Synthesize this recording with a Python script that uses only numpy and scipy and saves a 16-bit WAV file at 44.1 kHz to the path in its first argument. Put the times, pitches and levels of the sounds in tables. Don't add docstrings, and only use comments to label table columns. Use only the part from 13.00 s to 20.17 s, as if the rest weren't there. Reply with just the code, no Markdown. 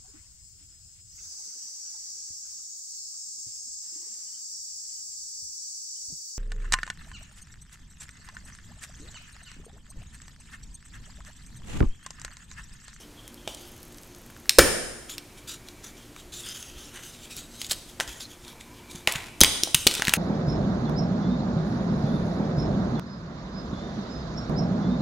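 import sys
import numpy as np
from scipy import signal
from scipy.io import wavfile
from scipy.ndimage import uniform_filter1d

SR = 44100
rng = np.random.default_rng(int(sys.argv[2]) if len(sys.argv) > 2 else 0)


def store_wav(level_fs):
    pcm = np.round(np.clip(np.atleast_2d(level_fs), -1, 1) * 32767)
    wavfile.write(sys.argv[1], SR, pcm.T.astype(np.int16))


N = 316197
SPLIT_S = 0.0017


def gain_of(db):
    return 10 ** (np.asarray(db) / 20)


def evened(x):
    return x / np.sqrt(np.mean(x ** 2) + 1e-20)


def read(points, hz):
    f, value = np.transpose(points)
    return np.interp(np.log(hz + 1), np.log(f + 1), value)


def add(mix, s, sound):
    part = mix[round(s * SR):][:len(sound)]
    part += sound[:len(part)]


def wander(count, window):
    once = uniform_filter1d(rng.standard_normal(count), window)
    return evened(uniform_filter1d(once, window))


def coloured(x, points):
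    hz = abs(np.fft.fftfreq(4096, 1 / SR))
    log_gain = np.log(gain_of(np.maximum(read(points, hz), -80)))
    taps = np.fft.ifft(np.exp(np.conj(signal.hilbert(log_gain)))).real[:2048]
    return signal.oaconvolve(x, taps / np.linalg.norm(taps))[:len(x)]


def resonate(x, hz, width):
    r = np.exp(-np.pi * width / SR)
    poles = [1, -2 * r * np.cos(2 * np.pi * hz / SR), r * r]
    return evened(signal.lfilter([1, 0, -1], poles, x))


def fracture(length, noise):
    t = np.arange(len(noise)) / SR
    onset = 1 - np.exp(-t / 0.00011)
    split = np.exp(-(t / length) ** 2)
    crumbs = 0.21 * abs(noise[::-1]) ** 0.35 * np.exp(-t / 0.0073)
    return noise * onset * (split + crumbs)


def cracks():
    # (time [s], peak level of the ring [dB], ring frequency [Hz],
    # treble rms re rms of the narrow ring [dB])
    splits = [(0.278, -47.5, 3430, 18), (0.343, -38, 11000, -6), (0.4761, -19.5, 3250, -33),
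              (0.547, -26.5, 6400, -19), (0.83, -34.5, 11000, -14), (0.923, -41, 6300, -8),
              (0.945, -39, 6400, -11), (0.983, -35, 6400, -13), (1.0331, -40, 6400, -7),
              (1.148, -37, 6300, -25), (1.3008, -37, 1380, -14), (1.3647, -34.5, 1610, -30),
              (1.457, -32, 1140, -13), (1.4941, 0, 4000, -4.5), (1.507, -22, 2630, -22),
              (1.5918, 9, 1660, -30), (2.1811, -19, 3570, -26), (2.686, -28.5, 2970, -18),
              (3.163, -32.5, 1330, -24), (3.6262, -30, 3260, -19.5), (4.309, -39, 3800, -19),
              (4.366, -25, 10600, -16), (4.616, -16.5, 4080, -35), (4.646, -21, 3830, -20),
              (4.666, -25.5, 7070, -15), (4.697, -20, 3830, -17), (4.7108, -11.5, 3670, -22),
              (4.7155, -11.5, 8350, -20), (4.7198, -13, 6700, -27), (4.731, -22, 4300, -12),
              (5.0005, -8.5, 2840, -33), (5.007, -11.5, 1620, -36), (5.077, -23, 3530, -31),
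              (5.2068, -26, 4260, -16), (5.449, -33, 3640, -19), (5.48, -30.5, 4370, -26),
              (5.6103, -31.5, 2320, -27), (5.912, -33, 6390, -23), (5.9578, -27, 6350, -18),
              (6.0738, 0, 2260, -39), (6.123, -15.5, 9000, -9), (6.1581, -13, 3040, -25),
              (6.4061, -18, 3230, 17), (6.4346, -1, 2200, 3), (6.446, -2, 3100, -15),
              (6.6347, -2, 5740, -30), (6.676, -26, 3800, -13), (6.7453, 1, 2700, -3.5),
              (6.7481, -4, 6000, -14), (6.8684, 1, 2780, -5), (6.872, 1.5, 3950, -24),
              (6.912, -14, 3040, -23), (6.9394, -18, 6720, -16), (6.951, -16.5, 3620, -5),
              (6.997, -17, 1210, -22), (7.021, -8, 1600, -25), (7.045, -22, 2570, -9),
              (7.0514, -14, 3040, -7), (7.0712, -10, 2340, -25), (7.0815, -7, 1890, -23),
              (7.0832, -18.5, 2650, -3), (7.0937, -8.5, 2980, -15), (7.1373, -2.5, 2220, -2)]
    length_spread = 0.14
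    out = np.zeros(N)
    noises = rng.standard_normal((len(splits), 2049))
    for (s, db, hz, treble_db), noise in zip(splits, noises):
        split = fracture(SPLIT_S * np.exp(length_spread * noise[0]), noise[1:])
        broad_hz = np.sqrt(hz * 3000)
        broad = resonate(resonate(split, broad_hz, 5600), broad_hz, 7000)
        ring = resonate(split, hz, 0.53 * hz) + 0.23 * broad
        sound = ring + gain_of(treble_db) * resonate(split, 7600, 10000)
        add(out, s, gain_of(db) * sound / abs(ring).max())
    return out


def breaks():
    # (time [s], rms level over the split [dB], split length [s])
    partings = [(1.5859, 5.5, 0.002), (6.4122, 1.5, 0.0023)]
    # (frequency [Hz], density [dB])
    colours = [
        [(35, -77.5), (60, -8.5), (274, -1.5), (540, -1), (1190, -24), (1700, -13.5), (4420, -17.5),
         (8910, -12.5), (16000, -24)],
        [(35, -42), (60, 2.5), (427, -2), (1740, -11), (3110, -6), (8510, -9.5), (9560, -3), (14600, -28),
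         (16000, -53)],
    ]
    # (frequency [Hz], width [Hz], level re colour [dB])
    piece_rings = [
        [(349, 19, 4), (525, 190, 3), (1750, 170, 9), (2310, 67, 9), (3100, 97, 7.5), (5130, 310, 10),
         (5390, 150, 8), (6760, 86, 7), (8330, 280, -23), (9570, 730, 4.5), (9940, 270, -10)],
        [(3100, 270, 12), (3400, 330, 12.5), (3875, 280, 13), (4950, 810, 12.5), (6250, 610, 13),
         (10000, 550, 10)],
    ]
    near, far = np.zeros((2, N))
    hz = np.linspace(20, SR / 2, 1500)
    for (s, db, length), colour, rings in zip(partings, colours, piece_rings):
        lift = sum(top_db / (1 + (2 * (hz - f) / width) ** 2) for f, width, top_db in rings)
        ringing = np.transpose([hz, read(colour, hz) + lift])
        sound = coloured(fracture(length, rng.standard_normal(4096)), ringing)
        split_rms = np.sqrt(np.mean(sound[:round(length * SR)] ** 2))
        sound = gain_of(db) * sound / split_rms
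        add(near, s, sound)
        blow = coloured(signal.unit_impulse(4096), ringing)
        add(far, s, np.linalg.norm(sound) * blow)
    return near, far


def crumbling():
    # (start [s], end [s], mean rate [crumbs/s], median peak at the start [dB], fade [dB/s])
    spells = [(4.993, 5.15, 150, -38, 60), (6.07, 6.3, 170, -26, 64), (6.42, 6.62, 220, -28, 67),
              (6.875, 7.17, 180, -30, 10)]
    # (lowest ring [Hz], highest ring [Hz])
    ring_range = (700, 6000)
    t = np.arange(N) / SR
    out = np.zeros(N)
    chance = rng.random(N)
    size = gain_of(4.2 * rng.standard_normal(N))
    kind = rng.integers(0, 12, N)
    hail = np.zeros(N)
    for start, end, per_s, db, fade_db in spells:
        falls = (chance < per_s / SR) * (t > start) * (t < end)
        hail += gain_of(db - fade_db * (t - start)) * falls
    for k, hz in enumerate(np.geomspace(*ring_range, num=12)):
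        crumb = resonate(fracture(SPLIT_S, rng.standard_normal(1024)), hz, 0.66 * hz)
        out += signal.oaconvolve(hail * size * (kind == k), crumb / abs(crumb).max())[:N]
    return out


def strain():
    # (start [s], end [s], mean rate [ticks/s], median peak level [dB])
    bending = (.55, 1.48, 40, -41)
    start, end, per_s, db = bending
    t = np.arange(N) / SR
    sizes = gain_of(db + 1.6 * rng.standard_normal(N))
    ticks = sizes * (rng.random(N) < per_s / SR) * (t > start) * (t < end)
    tick = resonate(resonate(fracture(0.0007, rng.standard_normal(256)), 12000, 10000), 10400, 10000)
    return signal.oaconvolve(ticks, tick / abs(tick).max())[:N]


def touch():
    # (start [s], rise [s], hold [s], level [dB],
    # first peak of the counter's echo [Hz], low band re level [dB])
    strokes = [(0.0, 0.0019, 0.02, -52, 3220, -28), (0.469, .01, 0.064, -44, 3270, -27),
               (0.562, .01, 0.29, -50.5, 3270, -29), (2.086, 0.015, 0.023, -38.5, 3400, -27),
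               (2.363, 0.014, .005, -48, 3600, -14), (2.472, 0.0046, 0.064, -38, 3850, -15),
               (2.647, 0.024, 0.022, -54, 3380, -24), (2.825, 0.019, 0.037, -44.5, 3550, -7.5),
               (2.95, 0.022, 0.21, -56, 3360, -22), (3.154, 0.041, .005, -46.5, 3740, -22),
               (3.32, 0.0089, 0.12, -37, 3700, -21), (3.427, 0.037, 0.065, -39.5, 3170, -12),
               (3.532, 0.017, .15, -41, 3180, -13), (3.704, .01, .06, -52.5, 3150, -24),
               (3.741, 0.049, 0.1, -46, 3120, -13), (3.89, 0.064, 0.11, -46, 2900, -1.5),
               (4.002, 0.052, .03, -43.5, 3080, -12), (4.088, .01, 0.062, -50, 3900, -19),
               (4.139, .11, .005, -45.5, 3600, -35), (4.29, 0.017, .01, -41.5, 3950, -29),
               (4.343, .038, .02, -38.5, 3870, -20), (4.41, .01, 0.11, -55, 3850, -32),
               (4.486, 0.072, 0.022, -47.5, 4100, -27), (4.576, 0.032, 0.057, -41, 3800, -34),
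               (4.688, 0.023, .003, -29, 3930, -14.5), (4.755, .005, 0.07, -52, 3900, -22),
               (4.86, 0.034, .005, -47.5, 3400, -22), (5.001, 0.0091, .003, -36.5, 3310, -15),
               (5.069, 0.016, .003, -38, 3230, -9), (5.11, .005, 0.066, -46.5, 3300, -22),
               (5.193, .01, 0.021, -40, 4100, -28), (5.286, 0.029, .003, -47.5, 3450, -26),
               (5.398, 0.096, 0.012, -47, 3630, -11), (5.593, 0.014, .003, -49, 3640, -22),
               (5.7, 0.064, .04, -58, 3260, -19), (5.889, 0.02, 0.0082, -45, 3790, -13),
               (5.947, .007, 0.059, -47.5, 3640, -9), (6.073, 0.009, .005, -31, 3490, 4),
               (6.146, .008, .003, -36.5, 3230, 5.5), (6.17, .01, 0.084, -53, 3250, 5),
               (6.447, .01, 0.12, -36, 3500, -19), (6.645, .005, 0.064, -45, 3560, -22),
               (6.76, .01, 0.072, -37.5, 3080, -22), (6.9, 0.0057, .09, -35.5, 3500, -13),
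               (7.038, 0.039, .02, -39, 2800, -22), (7.128, 0.0068, 0.028, -39, 3310, -28)]
    rise_db, sag_db_per_s = 17.5, 58
    lift_db_per_s = 359
    t = np.arange(0, N + 32, 32) / SR
    start, rise, hold, level_db, hz, low_db = np.transpose(strokes)[:, :, None]
    since = t - start - rise
    climb = rise_db * since / rise
    fall = -sag_db_per_s * since - lift_db_per_s * np.maximum(since - hold, 0)
    db = level_db + np.where(since < 0, climb, fall)
    power = gain_of(2 * np.maximum(db, -150)) * (t >= start) + 1e-15
    total = power.sum(axis=0)
    comb_hz = (power * hz).sum(axis=0) / total
    full_db = (power * low_db).sum(axis=0) / total
    return [np.interp(np.arange(N) / SR, t, c) for c in (np.sqrt(total), comb_hz, full_db)]


def patchy(x, depth_db):
    z = signal.stft(x, nperseg=256)[2]
    patches = uniform_filter1d(rng.standard_normal(z.shape), 2, axis=0)
    patches = uniform_filter1d(patches, 30, axis=1)
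    return signal.istft(z * gain_of(depth_db * evened(patches)), nperseg=256)[1][:N]


def gliding(x, hz, width):
    turn = np.exp(2j * np.pi * np.cumsum(hz) / SR)
    r = np.exp(-np.pi * width / SR)
    return evened((turn * signal.lfilter([1 - r], [1, -r], x / turn)).real)


def rubbing():
    # (frequency [Hz], density [dB])
    rub_colour = [(760, -35), (1300, -5), (1820, -12), (2420, -1.5), (3110, 0), (4580, -1), (6480, 2),
                  (11500, -7), (16000, -18)]
    t = np.arange(N) / SR
    pressure, comb_hz, full_db = touch()
    grain_sizes = gain_of(6.3 * np.minimum(rng.exponential(1, N), 4))
    grains = grain_sizes * (rng.random(N) < 250 / SR)
    slips_db = 1.6 * wander(N, 400)
    roughness = 1 + 2.8 * uniform_filter1d(grains, 24)
    grit = rng.standard_normal(N) * roughness * gain_of(slips_db)
    echo = np.interp(t - 1 / comb_hz, t, grit)
    second_echo = np.interp(t - 1 / comb_hz, t, echo)
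    combed = grit + 0.18 * echo + 0.095 * second_echo
    faces = evened(patchy(coloured(combed, rub_colour), depth_db=4.5))
    hollow = 0.36 * gliding(grit, comb_hz, 280)
    palm = gain_of(full_db) * resonate(resonate(grit, 1660, 2400), 1440, 2320)
    return pressure * (faces + hollow + palm)


def thuds():
    # (time [s], peak level [dB], frequency [Hz], decay to 1/e [cycles])
    jolts = [(0.476, -21, 664, 0.73), (1.585, -8, 530, 0.54), (1.587, -10, 53.3, 0.3),
             (3.762, -35.5, 55.7, 0.58), (4.369, -41, 135, 1.3), (4.693, -37, 74, 0.44),
             (4.716, -28, 650, 0.8), (4.999, -21, 770, 0.69), (5.079, -39.5, 51, 1.3),
             (5.949, -32, 177, 0.63), (6.077, -11.5, 810, 0.53), (6.155, -27.5, 135, 0.99),
             (6.413, -25.5, 57, 0.76), (6.416, -7.5, 285, 0.25), (6.435, -16, 596, 0.6),
             (6.633, -23.5, 328, 1.4), (6.674, -23.5, 700, 0.74), (6.746, -20.5, 137, 0.68),
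             (6.867, -9.5, 383, 0.5), (6.939, -41, 56, 0.72), (6.996, -21.5, 380, 0.29),
             (7.021, -19.5, 790, 0.7), (7.081, -16.5, 189, 0.53), (7.137, -20.5, 700, 0.53)]
    out = np.zeros(N)
    for s, db, hz, cycles in jolts:
        turns = hz * np.arange(8000) / SR
        push = np.sin(2 * np.pi * turns) * np.exp(-turns / cycles)
        add(out, s, gain_of(db) * push / abs(push).max())
    return out


def room(x, side_db):
    # (frequency [Hz], time to fall by 60 dB [s])
    decay_times = [(100, 0.88), (400, 0.79), (1500, 0.94), (4000, 0.86), (9000, 1), (14000, 0.4)]
    # (frequency [Hz], level [dB])
    tail_colour = [(100, -5), (1000, 2), (7500, -1.5), (9300, 5.5), (10200, -6.5), (11000, 0), (16000, 0)]
    taps = np.zeros((2, SR))
    at = np.arange(180, SR - 20, 20) + rng.integers(0, 20, (2, (SR - 181) // 20))
    np.put_along_axis(taps, at, rng.choice([-1., 1.], at.shape), 1)
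    hz, t, z = signal.stft(taps, SR, nperseg=256)
    early = 1 + 1.26 * np.exp(-t / 0.025)
    # delayed onset, steep cut near 10 kHz
    wide_shape = (1 - np.exp(-(t / 0.056) ** 4)) / (1 + (hz[:, None] / 10300) ** 40)
    decay_db = read(tail_colour, hz)[:, None] - 60 * t / read(decay_times, hz)[:, None]
    z = z * np.array([early + 0 * wide_shape, wide_shape]) * gain_of(decay_db)
    tail = signal.istft(z, SR, nperseg=256)[1]
    tail = tail / np.linalg.norm(tail[0])
    mid, side = signal.fftconvolve(x[None], tail, axes=1)[:, :N]
    return mid + gain_of(side_db) * side * np.array([[1], [-1]])


def whistles():
    # (start [s], end [s], frequency [Hz], width [Hz], level before flutter and fades [dB])
    bands = [(0, 0.063, 3100, 150, -56), (0.153, 0.32, 3240, 120, -57.5), (.55, 1.7, 6340, 350, -67),
             (.37, .42, 3240, 120, -58), (0.433, 0.53, 3180, 110, -58), (2.104, 3.1, 2310, 90.5, -64.5),
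             (5.302, 6.5, 2330, 70.5, -62), (5.399, 6.068, 960, 110, -60.5), (5.21, 5.267, 4150, 80, -49)]
    out = np.zeros(N)
    for start, end, hz, width, db in bands:
        count = round((end - start) * SR)
        tone = resonate(rng.standard_normal(count), hz, width)
        flutter_db = 2.5 * wander(count, 900)
        fades = signal.windows.tukey(count, 0.3)
        add(out, start, gain_of(db + flutter_db) * tone * fades)
    return out


def air():
    # (frequency [Hz], density [dB])
    air_colour = [(8.8, -42), (15, 6), (119, -5.5), (164, -5), (350, -10.5), (405, -9.5), (816, -15.5),
                  (5280, -22.5), (6470, -21.5), (11900, -27), (14700, -29), (16000, -42)]
    # (frequency [Hz], width [Hz], rms level [dB])
    hum_bands = [(115.7, 8.1, -62), (236.4, 4.5, -60.5), (295, 5, -60.5), (353.2, 6.5, -60)]
    mid, side = rng.standard_normal((2, N))
    swell_db = 1.0 * wander(N, 3000)
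    steady = gain_of(-50) * evened(coloured(mid, air_colour))
    rumble = gain_of(-63.5 + swell_db) * resonate(rng.standard_normal(N), 28, 37)
    hum = sum(gain_of(db) * resonate(rng.standard_normal(N), hz, w) for hz, w, db in hum_bands)
    wide = gain_of(-74) * resonate(side, 100, 180)
    return steady + rumble + hum + wide * np.array([[1], [-1]])


def scene():
    small = cracks() + crumbling()
    near, far = breaks()
    rub, low = rubbing(), thuds()
    sent = gain_of(-12.5) * small + gain_of(-43.0) * rub + gain_of(-5.5) * low
    wet = room(sent, side_db=-5) + room(gain_of(-10) * far, side_db=-1.5)
    return small + near + rub + low + wet + whistles() + strain() + air()


def record(dry):
    edge_hz = 15950
    clipped = np.clip(dry, -1, 1)
    low_pass = signal.firwin(511, edge_hz, window=("kaiser", 9), fs=SR)
    return signal.oaconvolve(clipped, low_pass[None], "same")


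dry = scene()
out = record(dry)
store_wav(out)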